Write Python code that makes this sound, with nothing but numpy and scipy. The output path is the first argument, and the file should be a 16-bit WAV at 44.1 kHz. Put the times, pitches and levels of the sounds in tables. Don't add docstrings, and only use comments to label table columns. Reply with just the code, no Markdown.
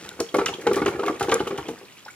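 import sys
import numpy as np
from scipy import signal
from scipy.fft import rfft, irfft
from scipy.io import wavfile
from scipy.ndimage import uniform_filter1d

SR = 44100
rng = np.random.default_rng(int(sys.argv[2]) if len(sys.argv) > 2 else 0)


def master(y):
    cut = np.clip(np.atleast_2d(y).T, -1, 1)
    pcm = np.round(cut * 32767)
    wavfile.write(sys.argv[1], SR, pcm.astype(np.int16))


N = 94815
TIME_S = np.arange(N) / SR

# (time [s], hollow ring [dB], board knock [dB], base thump [dB], favoured ring [Hz], favoured knock [Hz])
LANDINGS = [(.189,-27.5,-36.5,-32,392,1210), (.201,-13.5,-26,-40,380,740), (.341,-10.5,-17.5,-52,460,804),
            (.353,-16.5,-28,-33,420,1190), (.383,-11.5,-18.5,-50,404,1160), (.390,-27,-23,-27,420,1150),
            (.413,-15,-27.5,-52,470,885), (.486,-23.5,-25.5,-30,360,1290), (.584,-25,-60,-44,384,1110),
            (.666,-7.5,-15,-36,400,1030), (.677,-12.5,-38,-30,400,1400), (.711,-9.5,-26.5,-30,400,1230),
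            (.764,-12,-23,-30,397,1140), (.774,-13.5,-27.5,-29,377,1170), (.816,-13,-21.5,-22.5,360,1110),
            (.858,-12.5,-20.5,-39,390,1160), (.877,-15.5,-21.5,-24,304,1330),
            (0.955,-55,-35.5,-32.5,315,1136), (.992,-15.5,-25.5,-54,444,1140), (1.032,-18,-25,-47,400,966),
            (1.057,-17.5,-47,-62,394,1400), (1.078,-21,-19.5,-66,405,1260), (1.096,-14.5,-32,-67,366,1120),
            (1.207,-18,-17.5,-24,386,770), (1.241,-26,-30,-28,400,850), (1.283,-14,-24.5,-33,440,810),
            (1.319,-10.5,-13.5,-53,480,1260), (1.350,-16.5,-25.5,-56,427,1270),
            (1.402,-14,-22.5,-26.5,347,1020), (1.468,-20,-27,-39,460,1200), (1.506,-21,-28.5,-48,470,1360),
            (1.529,-22,-48,-36,466,1200), (1.581,-24,-26,-26,307,1090), (1.684,-20,-30,-32.5,312,730),
            (1.812,-35.5,-47,-52,450,910)]
HOLLOW_MODES = [(192.1, -13, 0.26), (247.6, -16, 0.22), (315.4, -2, 0.085), (359.7, -0.5, 0.075),
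                (395.1, 0, 0.1), (458.5, -4, 0.14), (488.5, -7, 0.14), (563.5, -13, 0.15)]
BOARD_MODES = [(715, 3.5), (815, 4), (930, -4), (1155, -0.5), (1260, -2.5), (1425, -0.5), (1710, -7.5),
               (1845, -9.5), (2150, -3), (2390, -6)]
BASE_MODES = [(70, -3, .13), (92, -2, .11), (122, -1, .1), (155, -2, .09)]
SCUFF_SPECTRUM = [(200, -15.5), (400, -24), (620, -35), (800, -7), (1400, -2.5), (1900, -16), (4500, -19.5),
                  (16000, -44.5)]
COLLISIONS = [(.079,1494,-37), (.113,1460,-33.5), (.344,2156,-21.5), (0.391,1175,-15.5), (.412,1337,-18.5),
              (.711,1335,-26), (.733,2390,-29), (.784,1162,-18.5), (0.8,1220,-27), (.858,757,-21),
              (0.933,2310,-31), (0.96,1710,-32), (1.032,926,-17.5), (1.072,2190,-23), (1.092,1200,-18),
              (1.241,797,-19.5), (1.301,774,-21), (1.363,1203,-25), (1.424,1370,-29.5)]

WET_HITS = [(0.2009,-19.5,-27.5,-18), (.342,-65,-44,-29), (0.366,-30.5,-34,-40), (0.4583,-16,-10,-26),
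            (0.611,-41,-35,-43), (0.669,-34,-20,-46), (.731,-35.5,-24.5,-21), (.757,-28.5,-42,-33),
            (0.859,-25.5,-13.5,-37.5), (0.881,-45,-20,-40), (1.06,-37.5,-19.5,-38), (1.195,-34,-27,-31),
            (1.226,-30,-16.5,-22), (1.292,-34,-14.5,-46), (1.314,-26,-10,-37), (1.472,-37,-20.5,-39.5),
            (1.575,-38.5,-21,-40.5), (1.683,-37,-25,-39.5)]
SMACK_SPECTRUM = [(1500, -0.5), (3500, 3), (4800, 6.5), (6700, 7.5), (8200, -1.5), (12000, -37)]
SPLASH_SPECTRUM = [(600, -115), (1300, 23.5), (2000, 21), (3000, 25.5), (4500, 11.5), (7000, -44),
                   (16000, -115)]
SIZZLE_SPECTRUM = [(5000, -9), (8500, -1), (10500, 1), (13000, -4.5), (16000, -12.5)]
DROP_BUBBLES = [(.128, 7200, -46, 0.023), (0.288, 3230, -33, 0.042), (0.461, 1276, -23, 0.09),
                (0.482, 2730, -18, 0.024), (0.528, 883, -29.5, 0.048), (.538, 3250, -25.5, 0.031),
                (0.743, 1730, -21.5, 0.022), (1.396, 2900, -27.5, 0.043), (1.664, 3190, -40, 0.042),
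                (1.785, 4800, -39, .018), (1.852, 4120, -45, 0.02), (1.872, 2620, -46, 0.018),
                (1.922, 2850, -42.5, 0.025), (1.973, 2720, -39, 0.022), (1.991, 3200, -41.5, 0.013),
                (2.050, 5310, -39.5, 0.022), (2.061, 840, -31.5, 0.056), (2.080, 1428, -29.5, 0.054),
                (2.101, 2240, -39.5, 0.056), (2.106, 7200, -41.5, 0.032)]

ROLL_ENVELOPE = [(0, -14), (.1, -11), (.17, -13.5), (.32, -19), (.40, -2), (.56, -10), (.65, -2.5),
                 (.76, 0.5), (.9, -1.5), (.97, -1.5), (1.09, 2.5), (1.18, -8), (1.24, -4), (1.33, 5),
                 (1.45, -4), (1.58, -8), (1.75, -8), (1.88, -27), (2.15, -30.5)]
GURGLE_SPECTRUM = [(600, -11), (1200, -4), (2000, -1.5), (3000, -3), (4000, -6.5)]
WICKER_SPECTRUM = [(500, 17), (1200, 4), (2800, -6.5), (4500, -4), (7000, -1), (9000, -8), (12000, -9.5),
                   (16000, -25)]
CANE_SNAPS = [(0.0906, -39.5, 3670), (1.3418, -29.5, 8000), (1.343, -28, 7840)]
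CANE_MODES = [(3600, -0.5), (5670, -1), (6980, 2.5), (9800, -3), (11000, 0.5), (12600, -9)]
SHUFFLE_ENVELOPE = [(0, -45), (.06, -41.5), (.11, -52), (.18, -54), (.3, -75), (2.15, -88)]
SHUFFLE_SPECTRUM = [(170, 7.5), (700, -4), (1500, 2), (6000, -5), (16000, -24.5)]

TRICKLE_SPECTRUM = [(900, -10), (1500, -6), (2800, 11), (4500, 0), (7000, 10), (12000, -37)]
AIR_SPECTRUM = [(15, -49), (25, -1.5), (250, 3.5), (516, -3.5), (3080, -5), (4740, -9.5), (14000, -16),
                (16000, -28)]
YARD_SPECTRUM = [(50, -10), (300, -6.5), (700, 3.5), (3000, 8.5), (10000, 11), (16000, -1)]
EAR_BALANCE = [(60, 1.7), (200, 0.3), (380, 0), (720, 4), (1300, -1.1), (2800, -3), (5500, 1.5),
               (9500, 10.5), (14000, 2.5)]

BOARD_T60_S = 0.071


def thuds():
    times_s, ring_db, knock_db, thump_db, ring_hz, knock_hz = np.transpose(LANDINGS)
    board_modes = [(hz, db, BOARD_T60_S) for hz, db in BOARD_MODES]
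    hollow = strike(HOLLOW_MODES, times_s, ring_db - 9, ring_hz,
                    db_per_oct=10.5, rise_s=0.0028, uneven_db=5, detune=0.014)
    boards = strike(board_modes, times_s, knock_db - 7, knock_hz,
                    db_per_oct=9, rise_s=0.003, uneven_db=3.5, detune=0.045)
    base = strike(BASE_MODES, times_s, thump_db - 11, ring_hz,
                  db_per_oct=0, rise_s=0.0065, uneven_db=1, detune=0.097)
    scuff = noise(SCUFF_SPECTRUM) * bursts(times_s, knock_db, rise_s=0.0033, t60_s=0.049)
    return hollow + boards + base + scuff


def knocks(rise_s=0.0014, t60_s=0.047):
    out, t = np.zeros(N), TIME_S[:SR // 8]
    for time_s, hz, db in COLLISIONS:
        tock = np.sin(2 * np.pi * hz * t) * swell(t, rise_s, t60_s)
        overtone = np.sin(2 * np.pi * hz * rng.uniform(1.5, 1.77) * t) * swell(t, rise_s, t60_s / 2)
        add(out, time_s, from_db(db) * (tock + from_db(-8.5) * overtone))
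    return out


def slaps(rise_s=0.0026, t60_s=0.015):
    times_s, smack_db, splash_db, sizzle_db = np.transpose(WET_HITS)
    smack = noise(SMACK_SPECTRUM) * bursts(times_s, smack_db + 11, rise_s, t60_s)
    sizzle = noise(SIZZLE_SPECTRUM) * bursts(times_s, sizzle_db + 1, rise_s, t60_s)
    splash = noise(SPLASH_SPECTRUM) * bursts(times_s, splash_db - 4, rise_s=0.0042, t60_s=0.044)
    return smack + sizzle + splash


def drops():
    out, t = np.zeros(N), TIME_S[:SR // 8]
    for time_s, hz, db, t60_s in DROP_BUBBLES:
        wobble = 1 + 0.35 * unit_rms(uniform_filter1d(rng.standard_normal(len(t)), size=120))
        phase_rad = 2 * np.pi * hz * t * (1 + 0.065 * t / t60_s) + wobble
        bubble = wobble * swell(t, rise_s=0.0006, t60_s=t60_s) * np.sin(phase_rad)
        band = signal.butter(1, [hz / 1.2, hz * 1.2], "band", fs=SR, output="sos")
        hiss = unit_rms(signal.sosfilt(band, rng.standard_normal(len(t))))
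        splash = from_db(-5.5) * hiss * swell(t, rise_s=0.0029, t60_s=0.053)
        add(out, time_s, from_db(db) * (bubble + splash))
    return out


def rolling():
    bumps = clicks(per_s=130, spread_db=3)
    crackle = coloured(clicks(per_s=460, spread_db=5) + 0.23 * rng.standard_normal(N), WICKER_SPECTRUM)
    gurgle = bubbles(GURGLE_SPECTRUM, per_s=260, cycles=24)
    hollow = sum(ring(bumps * rng.normal(0, from_db(db), N), hz, t60_s) for hz, db, t60_s in HOLLOW_MODES)
    boards = sum(ring(bumps * rng.normal(0, from_db(db), N), hz, BOARD_T60_S) for hz, db in BOARD_MODES)
    jostle = from_db(-35.5) * unit_rms(hollow) + from_db(-45) * unit_rms(boards)
    return envelope(ROLL_ENVELOPE) * (jostle + from_db(-42.5) * crackle + from_db(-41) * gurgle)


def cane_snaps(rise_s=0.0001):
    times_s, db, favoured_hz = np.transpose(CANE_SNAPS)
    modes = [(hz, mode_db, 0.0092) for hz, mode_db in CANE_MODES]
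    canes = strike(modes, times_s, db, favoured_hz, db_per_oct=8, rise_s=rise_s, uneven_db=1, detune=0.015)
    edge = noise(WICKER_SPECTRUM) * bursts(times_s, db + 9, rise_s, t60_s=0.0058)
    return canes + edge


def spray():
    times_s, smack_db, _, sizzle_db = np.transpose(WET_HITS)
    out = np.zeros((2, N))
    for spectrum, db in ((SMACK_SPECTRUM, smack_db), (SIZZLE_SPECTRUM, sizzle_db)):
        middle, left, right = [coloured(clicks(per_s=1100, spread_db=1), spectrum) for _ in range(3)]
        gain = bursts(times_s, np.minimum(db, -35) - 8.5, rise_s=0.0011, t60_s=0.15)
        out += gain * (place_left(middle) + np.array([left, right]))
    return out


def shuffle():
    return envelope(SHUFFLE_ENVELOPE) * coloured(clicks(per_s=600, spread_db=3), SHUFFLE_SPECTRUM)


def trickle():
    spurts_db = 2 * unit_rms(uniform_filter1d(rng.standard_normal(N), size=900))
    return from_db(-55.5 + spurts_db) * bubbles(TRICKLE_SPECTRUM, per_s=480, cycles=30)


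def air():
    near = place_left(noise(AIR_SPECTRUM))
    diffuse = coloured(rng.standard_normal((2, N)), AIR_SPECTRUM)
    return from_db(-55) * (near + 1.1 * diffuse)


def yard(x):
    tails = [noise(YARD_SPECTRUM) * swell(TIME_S, rise_s=0.0032, t60_s=0.34) for _ in range(2)]
    echoes = [signal.fftconvolve(x, tail / np.linalg.norm(tail))[:N] for tail in tails]
    return from_db(-9.5) * np.array(echoes)


def place_left(x, lead_s=56e-6):
    hz = np.fft.rfftfreq(2 * N, 1 / SR)
    left = from_db(db_at(EAR_BALANCE, hz) / 2) * np.exp(1j * np.pi * hz * lead_s)
    return irfft(rfft(x, 2 * N) * np.array([left, 1 / left]))[:, :N]


def strike(modes, times_s, levels_db, favoured_hz, db_per_oct, rise_s, uneven_db, detune):
    hz, mode_db, t60_s = np.transpose(modes)[:, :, None]
    out, t = np.zeros(N), TIME_S[:SR // 3]
    decay = swell(t, rise_s, t60_s)
    for time_s, db, centre_hz in zip(times_s, levels_db, favoured_hz):
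        strength, shift = rng.standard_normal((2, len(hz), 1))
        gains = from_db(mode_db + uneven_db * strength - db_per_oct * np.abs(np.log2(hz / centre_hz)))
        blow = np.sum(gains * decay * np.sin(2 * np.pi * hz * (1 + detune * shift) * t), axis=0)
        add(out, time_s, from_db(db) * blow / np.std(blow[:SR // 50]))
    return out


def bubbles(spectrum, per_s, cycles, sizes=32):
    pitches_hz = np.geomspace(spectrum[0][0], spectrum[-1][0], sizes) * rng.uniform(1, 1.04, sizes)
    out = np.zeros(N)
    for hz in pitches_hz:
        out += from_db(db_at(spectrum, hz)) * ring(clicks(per_s / sizes, spread_db=2.5), hz, cycles / hz)
    return unit_rms(out)


def ring(drive, hz, t60_s):
    radius, step_rad = from_db(-60 / (t60_s * SR)), 2 * np.pi * hz / SR
    poles = [1, -2 * radius * np.cos(step_rad), radius * radius]
    return signal.lfilter([0, np.sin(step_rad)], poles, drive + 1e-18)


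def clicks(per_s, spread_db):
    hits = rng.random(N) < per_s / SR
    gains = from_db(spread_db * np.minimum(rng.exponential(1, N), 3))
    return hits * gains * rng.choice([-1, 1], N)


def bursts(times_s, levels_db, rise_s, t60_s):
    out = np.zeros(N)
    for time_s, db in zip(times_s, levels_db):
        add(out, time_s, from_db(db) * swell(TIME_S[:SR // 3], rise_s, t60_s))
    return out


def swell(t, rise_s, t60_s):
    return (1 - np.exp(-(t / rise_s) ** 2)) * from_db(-60 * t / t60_s)


def envelope(points):
    return from_db(np.interp(TIME_S, *np.transpose(points)))


def noise(spectrum):
    return coloured(rng.standard_normal(N), spectrum)


def coloured(x, spectrum):
    hz = np.fft.rfftfreq(N, 1 / SR)
    return unit_rms(irfft(rfft(x) * from_db(db_at(spectrum, hz)), N))


def db_at(spectrum, hz):
    points_hz, db = np.transpose(spectrum)
    return np.interp(np.log(np.maximum(hz, 1)), np.log(points_hz), db)


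def add(out, time_s, sound):
    start = int(time_s * SR)
    out[start:start + len(sound)] += sound[:max(N - start, 0)]


def unit_rms(x):
    return x / np.sqrt(np.mean(x ** 2) + 1e-20)


def from_db(db):
    return 10 ** (np.asarray(db) / 20)


def scene():
    tub = thuds() + knocks() + slaps() + drops() + rolling() + shuffle() + trickle()
    snaps = cane_snaps()
    return place_left(tub + snaps) + air() + spray() + yard(tub + from_db(-11) * snaps)


def record(dry, low_cut_hz=82.5, high_cut_hz=15800):
    highpass = signal.butter(3, low_cut_hz, "high", fs=SR, output="sos")
    lowpass = signal.ellip(8, 0.1, 60, high_cut_hz, fs=SR, output="sos")
    return signal.sosfiltfilt(lowpass, signal.sosfilt(highpass, dry))


dry = scene()
out = record(dry)
master(out)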